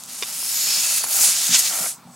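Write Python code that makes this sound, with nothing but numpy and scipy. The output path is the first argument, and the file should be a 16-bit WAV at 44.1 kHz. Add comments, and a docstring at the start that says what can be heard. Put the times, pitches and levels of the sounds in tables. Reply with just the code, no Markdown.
"""Air hissing from a punctured tyre

Air jets from a hole in a tyre held upright at a roadside. The hiss is noise split into bands that swell,
spit and flicker; as gloved hands work it is shut down to almost nothing, then creeps back a little.
A tool clicks, hands knock the rubber and the carcass booms softly: short kicks ringing fading tones.
Gloves rub as grainy noise, and a quiet outdoor rumble of shaped noise lies underneath."""
import sys
import numpy as np
from scipy import signal
from scipy.fft import rfft, irfft
from scipy.io import wavfile
from scipy.ndimage import uniform_filter1d

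SR = 44100
rng = np.random.default_rng(int(sys.argv[2]) if len(sys.argv) > 2 else 0)


def file_out(sig):
    """Save sig as 16-bit WAV at sys.argv[1]."""
    # one column per channel
    cols = np.atleast_2d(sig).T
    # limit, then scale
    lim = np.clip(cols, -1, 1)
    pcm = np.round(lim * 32767).astype(np.int16)
    wavfile.write(sys.argv[1], SR, pcm)


N = 94815  # length in samples

# Air flow through the hole: (time [s], overall level [dB], lower, upper and top hiss against core [dB]);
# each of the last three is used as a change from its own middle value
AIR_FLOW = [(0, -43, -3.5, -0.24, -14), (.07, -45.5, -5.5, 0.87, -19), (.09, -40.5, 0, -0.8, -8),
            (.2, -34.5, -7.5, 0.62, -15), (0.27, -38.5, 1.5, 5, -7), (0.278, -34, -5, -1, -7.5),
            (0.48, -31, -4, 1, -4.5), (0.496, -28.5, -5, -2.5, -7), (0.728, -23, -3.5, -9, -9.5),
            (0.96, -24, -5, -1.5, -9), (0.98, -26, -0.5, 6, -6), (1.0, -22.5, -9, -11, -11),
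            (1.028, -33, 0.5, 1, -6), (1.04, -27.5, -3, 5.5, -13), (1.06, -34, -5.5, 0, -3),
            (1.12, -27, -3.5, -0.5, 2), (1.14, -23.5, -7, -2, -4.5), (1.218, -17.5, -11, -8, -5.5),
            (1.242, -16, -7.5, -0.5, -11), (1.346, -24.5, -2, 0.5, -13), (1.36, -21.5, -6.5, -10, -15),
            (1.44, -23, -5, -5, -10), (1.488, -22, -6.5, -7, -12), (1.496, -24.5, -5.5, -9, -8),
            (1.552, -13, -2, -11.5, -18.5), (1.578, -21, -4, -4, -11), (1.596, -15.5, -9.5, -4, -11),
            (1.614, -24.5, -4.5, -1, -12), (1.67, -22, -3.5, -8, -9), (1.72, -27.5, -8, -5, -8),
            (1.75, -27, -5, -0.5, -9), (1.83, -28.5, -6, 3, -6), (1.89, -29.5, -7, 6, -13),
            (1.92, -35.5, -7, 6, -19), (1.96, -48, -10, -8, -10), (2.02, -67.5, 10.5, -13, 5),
            (2.07, -63.5, 6, -9, -2), (2.15, -51, -8, -7, -9)]
# Centres of the lower, core, upper and top hiss: (frequency [Hz])
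HISS_CENTRES = (3730, 7150, 10500, 13900)
# Colour of the jet noise: (frequency [Hz], relative level [dB])
JET_COLOUR = [(210, -57), (350, -33), (678, -22.5), (1780, -14), (2350, -11), (3570, -8), (4470, -5),
              (5980, -3.5), (6690, -1.5), (11400, -5.5), (15000, -14.5), (15700, -12), (16500, -43)]
# Colour of the left-right difference in the jet: (frequency [Hz], gain [dB])
JET_SIDE_COLOUR = [(300, -18), (700, -42), (1290, -78), (2380, -30.5), (4400, -8.5), (8120, -7.5),
                   (15000, -0.5)]
# Treble reaching the left side first: (frequency [Hz], level against the middle [dB])
LEFT_LEAD = [(8000, -32), (10500, -31), (13000, 1), (16000, -23)]
# Reflections from the ground and the side of a van: (delay [s], gain [dB])
REFLECTIONS = [(.00305, -15), (.0056, -17.5)]
# Whistly bands as hands move round the hole:
# (one end [s], other end [s], frequency [Hz], gain before wavering [dB]); the ends come in either order
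WHISTLE_BANDS = [(0.061, 1.26, 2560, -7.5), (0.22, 0.85, 5240, -1.5), (0.55, 1.16, 4500, -4),
                 (0.51, 1.24, 6800, -4.5), (0.45, 0.71, 7850, -4), (0.33, 0.55, 9660, -4),
                 (0.51, 0.76, 11900, 7), (0.51, 0.94, 11100, 0.5), (1.2, 1.46, 13500, -4),
                 (1.8, 1.46, 6500, -13), (1.295, 1.78, 3700, -5.5), (1.52, 0.67, 10000, -2),
                 (1.89, 2.28, 8000, 7)]
# Low tones of the tyre carcass: (frequency [Hz], relative level [dB], time to fade by 60 dB [s])
CARCASS_MODES = [(138.3, -8.5, 0.3), (179.7, 2.5, 0.091), (243.7, -0.5, 0.21)]
# Low bumps of the carcass: (time [s], strength [dB])
BUMP_TIMES = [(0.773, -42.5), (1.269, -40), (1.488, -27), (1.505, -30), (1.525, -40), (1.802, -32.5),
              (2.049, -37.5), (2.083, -35)]
# Gloves rubbing the tread: (time [s], level [dB])
RUB_LEVEL = [(0, -64.5), (.3, -44), (.35, -52.5), (.6, -49), (.85, -43), (1.1, -42), (1.2, -35),
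             (1.35, -45.5), (1.66, -43.5), (1.73, -34), (1.83, -35), (1.87, -39.5), (1.93, -56.5),
             (2.07, -59.5), (2.15, -60)]
# Colour of the rubbing: (frequency [Hz], relative level [dB])
RUB_SPECTRUM = [(200, -11), (330, -12), (480, -10.5), (650, -2), (850, -4.5), (1100, -8.5), (1350, 0),
                (1700, -10), (2400, -5.5), (4000, -39)]
# Colour of the outdoor background: (frequency [Hz], relative level [dB])
AIR_COLOUR = [(25, -27.5), (127, -6), (195, 0.5), (300, -10.5), (476, -10.5), (607, -9), (775, -2),
              (1290, -5), (1550, -11.5), (2500, -30), (7500, -22), (10000, -18), (12500, -45), (16000, -28)]
# Sharp spits from the hole while the flow is weak: (time [s], strength [dB])
SPIT_TIMES = [(.009, -32), (0.0368, -22), (0.0604, -25.5), (.1225, -30), (.134, -25), (1.945, -28)]
# Knocks on the rubber: (time [s], strength [dB], pitch [Hz], time to fade by 60 dB [s],
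# second tone against first [dB])
KNOCK_TAPS = [(0.2232, -22.5, 406, 0.025, -15), (.289, -34, 925, 0.0087, 2), (0.428, -27, 970, 0.013, -23),
              (1.0407, -14.5, 903, 0.01, -3.5), (1.062, -32, 950, 0.0074, -10),
              (1.0655, -31.5, 820, 0.028, 1), (1.147, -34.5, 777, 0.09, -12), (1.165, -33, 784, 0.05, -12),
              (1.192, -28, 800, 0.028, 0), (1.235, -28, 822, 0.055, -1), (1.283, -32.5, 610, 0.038, -1),
              (1.726, -31.5, 1090, 0.04, 4), (1.769, -34, 750, 0.013, -16), (1.814, -31, 663, 0.067, -13),
              (2.073, -40, 760, 0.05, -23)]
# Contacts of the tool: (time [s], strength [dB])
TOOL_CLICKS = [(.2238, -31), (.2246, -8.5), (.2283, -14), (.2325, -10.5), (.2345, -14), (.2405, -22)]
# Tones of the tool: (frequency [Hz], relative level [dB], time to fade by 60 dB [s])
TOOL_MODES = [(1140, -13.5, 0.013), (1650, -16.5, 0.01), (2326, -11.5, 0.016), (2850, -11.5, 0.014),
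              (3660, -11, 0.025), (4430, -17, 0.013), (5100, -9, 0.0075), (5900, -19, 0.02)]

SPIT_DB, SPIT_PER_S = 1, 900  # fast roughness of the jet: spread [dB], new levels per second
FLICKER_DB, FLICKER_PER_S = 0.23, 15.3  # slower flicker of each band
WHISTLE_WIDTH_HZ, WHISTLE_WAVER_DB, WHISTLE_WAVER_PER_S = 152, 4.5, 11.65
PUSH_S, BUMP_LOW_HZ, MURMUR_DB = 0.0045, 137, -57.5  # murmur level is before its low cut
RUB_GRAIN_DB, RUB_GRAIN_PER_S = 2.5, 150
AIR_DB, AIR_SIDE_DB = -51, -18.5  # the second is against the first
SPIT_FADE_S, SPIT_LOW_HZ, SPIT_TOP_HZ = 0.00054, 3340, 10800
KNOCK_SECOND_RATIO, KNOCK_THIRD_RATIO, KNOCK_LOW_HZ = 1.8, 2.9, 323
CRACK_FADE_S, KNOCK_CRACK_DB, TOOL_CRACK_DB = 0.0026, -8, -12
TOP_HZ = 15800

LEFT_RIGHT = np.array([[1], [-1]])  # adds to the left, takes from the right


def undb(db):
    """Turn decibels into a plain multiplier."""
    return 10 ** (np.asarray(db) / 20)


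def level(x, db):
    """Set the average (RMS) level of a sound."""
    return x * undb(db) / np.sqrt(np.mean(x ** 2))


def curve(table, col):
    """Join the points of one table column with straight lines in time."""
    points = np.array(table)
    return np.interp(np.arange(N) / SR, points[:, 0], points[:, col])


def at(table, hz):
    """Read a spectrum table on a log-frequency axis, 40 dB weaker below its first point."""
    points = np.array(table)
    return np.interp(np.log(hz + 1), np.log(points[:, 0] + 1), points[:, 1], left=points[0, 1] - 40)


def colour(x, table):
    """Make each frequency stronger or weaker as the table says."""
    hz = np.arange(N // 2 + 1) * SR / N
    return irfft(rfft(x) * undb(at(table, hz)), N)


def walk(rate):
    """Random levels, `rate` new ones a second, smoothed twice; spread 1."""
    hold = int(SR / rate)
    steps = np.repeat(rng.standard_normal(N // hold + 1), hold)
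    smooth = uniform_filter1d(uniform_filter1d(steps, hold), hold)[:N]
    return smooth / smooth.std()


def highpass(x, hz):
    """Remove the sound below a frequency."""
    return signal.sosfilt(signal.butter(4, hz, "high", fs=SR, output="sos"), x)


def ring(x, modes):
    """Let x set off fading tones, like a struck object."""
    out = 0
    for hz, db, t60 in modes:
        fade = np.log(1000) / (t60 * SR)  # 60 dB down after t60
        pole = np.exp(2j * np.pi * hz / SR - fade)
        out = out + undb(db) * signal.lfilter([1], [1, -pole], x).imag
    return out


def blows(table):
    """Put a one-sample kick at each time in a table."""
    x = np.zeros(N)
    for row in table:
        x[int(row[0] * SR)] += undb(row[1])
    return x


def crack(table, db):
    """A very short, dull-topped burst of noise at each contact."""
    n = np.arange(300)
    burst = rng.standard_normal(len(n)) * np.exp(-n / (CRACK_FADE_S * SR))
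    bursts = np.convolve(blows(table), burst)[:N]
    return undb(db) * signal.sosfilt(signal.butter(4, 6500, fs=SR, output="sos"), bursts)


def jet():
    """Rough, turbulent noise in third-octave bands; each follows the air flow and flickers."""
    roughness = undb(SPIT_DB * walk(SPIT_PER_S))
    mid = level(colour(roughness * rng.standard_normal(N), JET_COLOUR), 2.54)
    for delay, db in REFLECTIONS:
        mid = mid + undb(db) * np.roll(mid, int(delay * SR))
    side = level(colour(roughness * rng.standard_normal(N), JET_COLOUR), 1.06)
    side = colour(side, JET_SIDE_COLOUR)
    both = rfft(mid + side * LEFT_RIGHT)
    hz = np.arange(N // 2 + 1) * SR / N
    # 1j is a quarter-cycle shift: forward on the left, back on the right
    both = both + 1j * rfft(mid) * undb(at(LEFT_LEAD, hz)) * LEFT_RIGHT
    both = whistles(both, hz)

    shifts = [curve(AIR_FLOW, 2), np.zeros(N), curve(AIR_FLOW, 3), curve(AIR_FLOW, 4)]
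    shifts = np.array([s - np.median(s) for s in shifts])
    octave = np.log2(hz + 1)
    out = 0
    for centre in np.arange(8.5, 14.4, 1 / 3):  # octaves above 1 Hz
        overlap = np.clip(1 - 3 * abs(octave - centre), 0, 1)  # neighbours cross-fade
        band = irfft(both * overlap, N)
        # blend the two nearest hiss centres
        weights = np.array([np.interp(centre, np.log2(HISS_CENTRES), row) for row in np.eye(4)])
        tilt = weights @ shifts
        out = out + band * undb(tilt + FLICKER_DB * walk(FLICKER_PER_S))
    return out * undb(curve(AIR_FLOW, 1))


def carcass():
    """Soft pushes ring the tyre's low tones; handling, as steady noise, keeps them murmuring."""
    push = np.hanning(int(PUSH_S * SR))
    pushes = np.convolve(blows(BUMP_TIMES), push / push.sum())[:N]
    bumps = highpass(ring(pushes, CARCASS_MODES), BUMP_LOW_HZ)
    mid, side = (level(ring(rng.standard_normal(N), CARCASS_MODES), MURMUR_DB) for _ in range(2))
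    murmur = mid + undb(-11) * side * LEFT_RIGHT
    return highpass(bumps + murmur, 126)


def rub():
    """Friction of fabric on rubber: noise whose loudness is grainy."""
    grain = undb(RUB_GRAIN_DB * walk(RUB_GRAIN_PER_S))
    friction = colour(grain * rng.standard_normal(N), RUB_SPECTRUM)
    return level(friction, 0) * undb(curve(RUB_LEVEL, 1))


def air():
    """Steady outdoor background: shaped noise, slightly different left and right."""
    mid, side = (level(colour(rng.standard_normal(N), AIR_COLOUR), AIR_DB) for _ in range(2))
    return mid + undb(AIR_SIDE_DB) * side * LEFT_RIGHT


def spits():
    """Tiny bright cracks of air: a fresh, quickly fading noise burst for each."""
    n = np.arange(200)
    x = np.zeros(N)
    for row in SPIT_TIMES:
        burst = rng.standard_normal(len(n)) * np.exp(-n / (SPIT_FADE_S * SR))
        x += np.convolve(blows([row]), burst)[:N]
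    return highpass(x, SPIT_LOW_HZ) - highpass(x, SPIT_TOP_HZ)


def whistles(both, hz):
    """Narrow bands of the hiss swell in and out and waver."""
    out, t = irfft(both, N), np.arange(N) / SR
    for end_a, end_b, pitch, db in WHISTLE_BANDS:
        progress = np.clip((t - end_a) / (end_b - end_a), 0, 1)
        waver = undb(WHISTLE_WAVER_DB * walk(WHISTLE_WAVER_PER_S))
        swell = np.sin(np.pi * progress) ** .5 * waver
        window = np.exp(-.5 * ((hz - pitch) / WHISTLE_WIDTH_HZ) ** 2)
        out = out + undb(db) * swell * irfft(both * window, N)
    return rfft(out)


def knocks():
    """Dull taps: three quickly fading tones, the middle one in opposite phase, and a faint crack."""
    taps = np.zeros(N)
    for row in KNOCK_TAPS:
        _, _, pitch, t60, second_db = row
        kick = blows([row])
        taps += ring(kick, [(pitch, 0, t60), (pitch * KNOCK_THIRD_RATIO, 2 * second_db, t60 / 2)])
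        taps -= ring(kick, [(pitch * KNOCK_SECOND_RATIO, second_db, t60 / 2)])
    return highpass(taps + crack(KNOCK_TAPS, KNOCK_CRACK_DB), KNOCK_LOW_HZ)


def tool():
    """Each hard contact cracks and rings the tool; neighbouring tones start in opposite phase."""
    kicks = blows(TOOL_CLICKS)
    body = ring(kicks, TOOL_MODES[::2]) - ring(kicks, TOOL_MODES[1::2])
    cracks = highpass(crack(TOOL_CLICKS, TOOL_CRACK_DB), 700)
    return highpass(body + cracks, 300)


def scene():
    """All the sounds added together."""
    return jet() + carcass() + rub() + air() + spits() + knocks() + tool()


def record(dry):
    """A steep filter, used twice, cuts the very top of the treble."""
    cut = signal.ellip(12, .2, 70, TOP_HZ, fs=SR, output="sos")
    return signal.sosfilt(cut, signal.sosfilt(cut, dry))


dry = scene()
out = record(dry)
file_out(out)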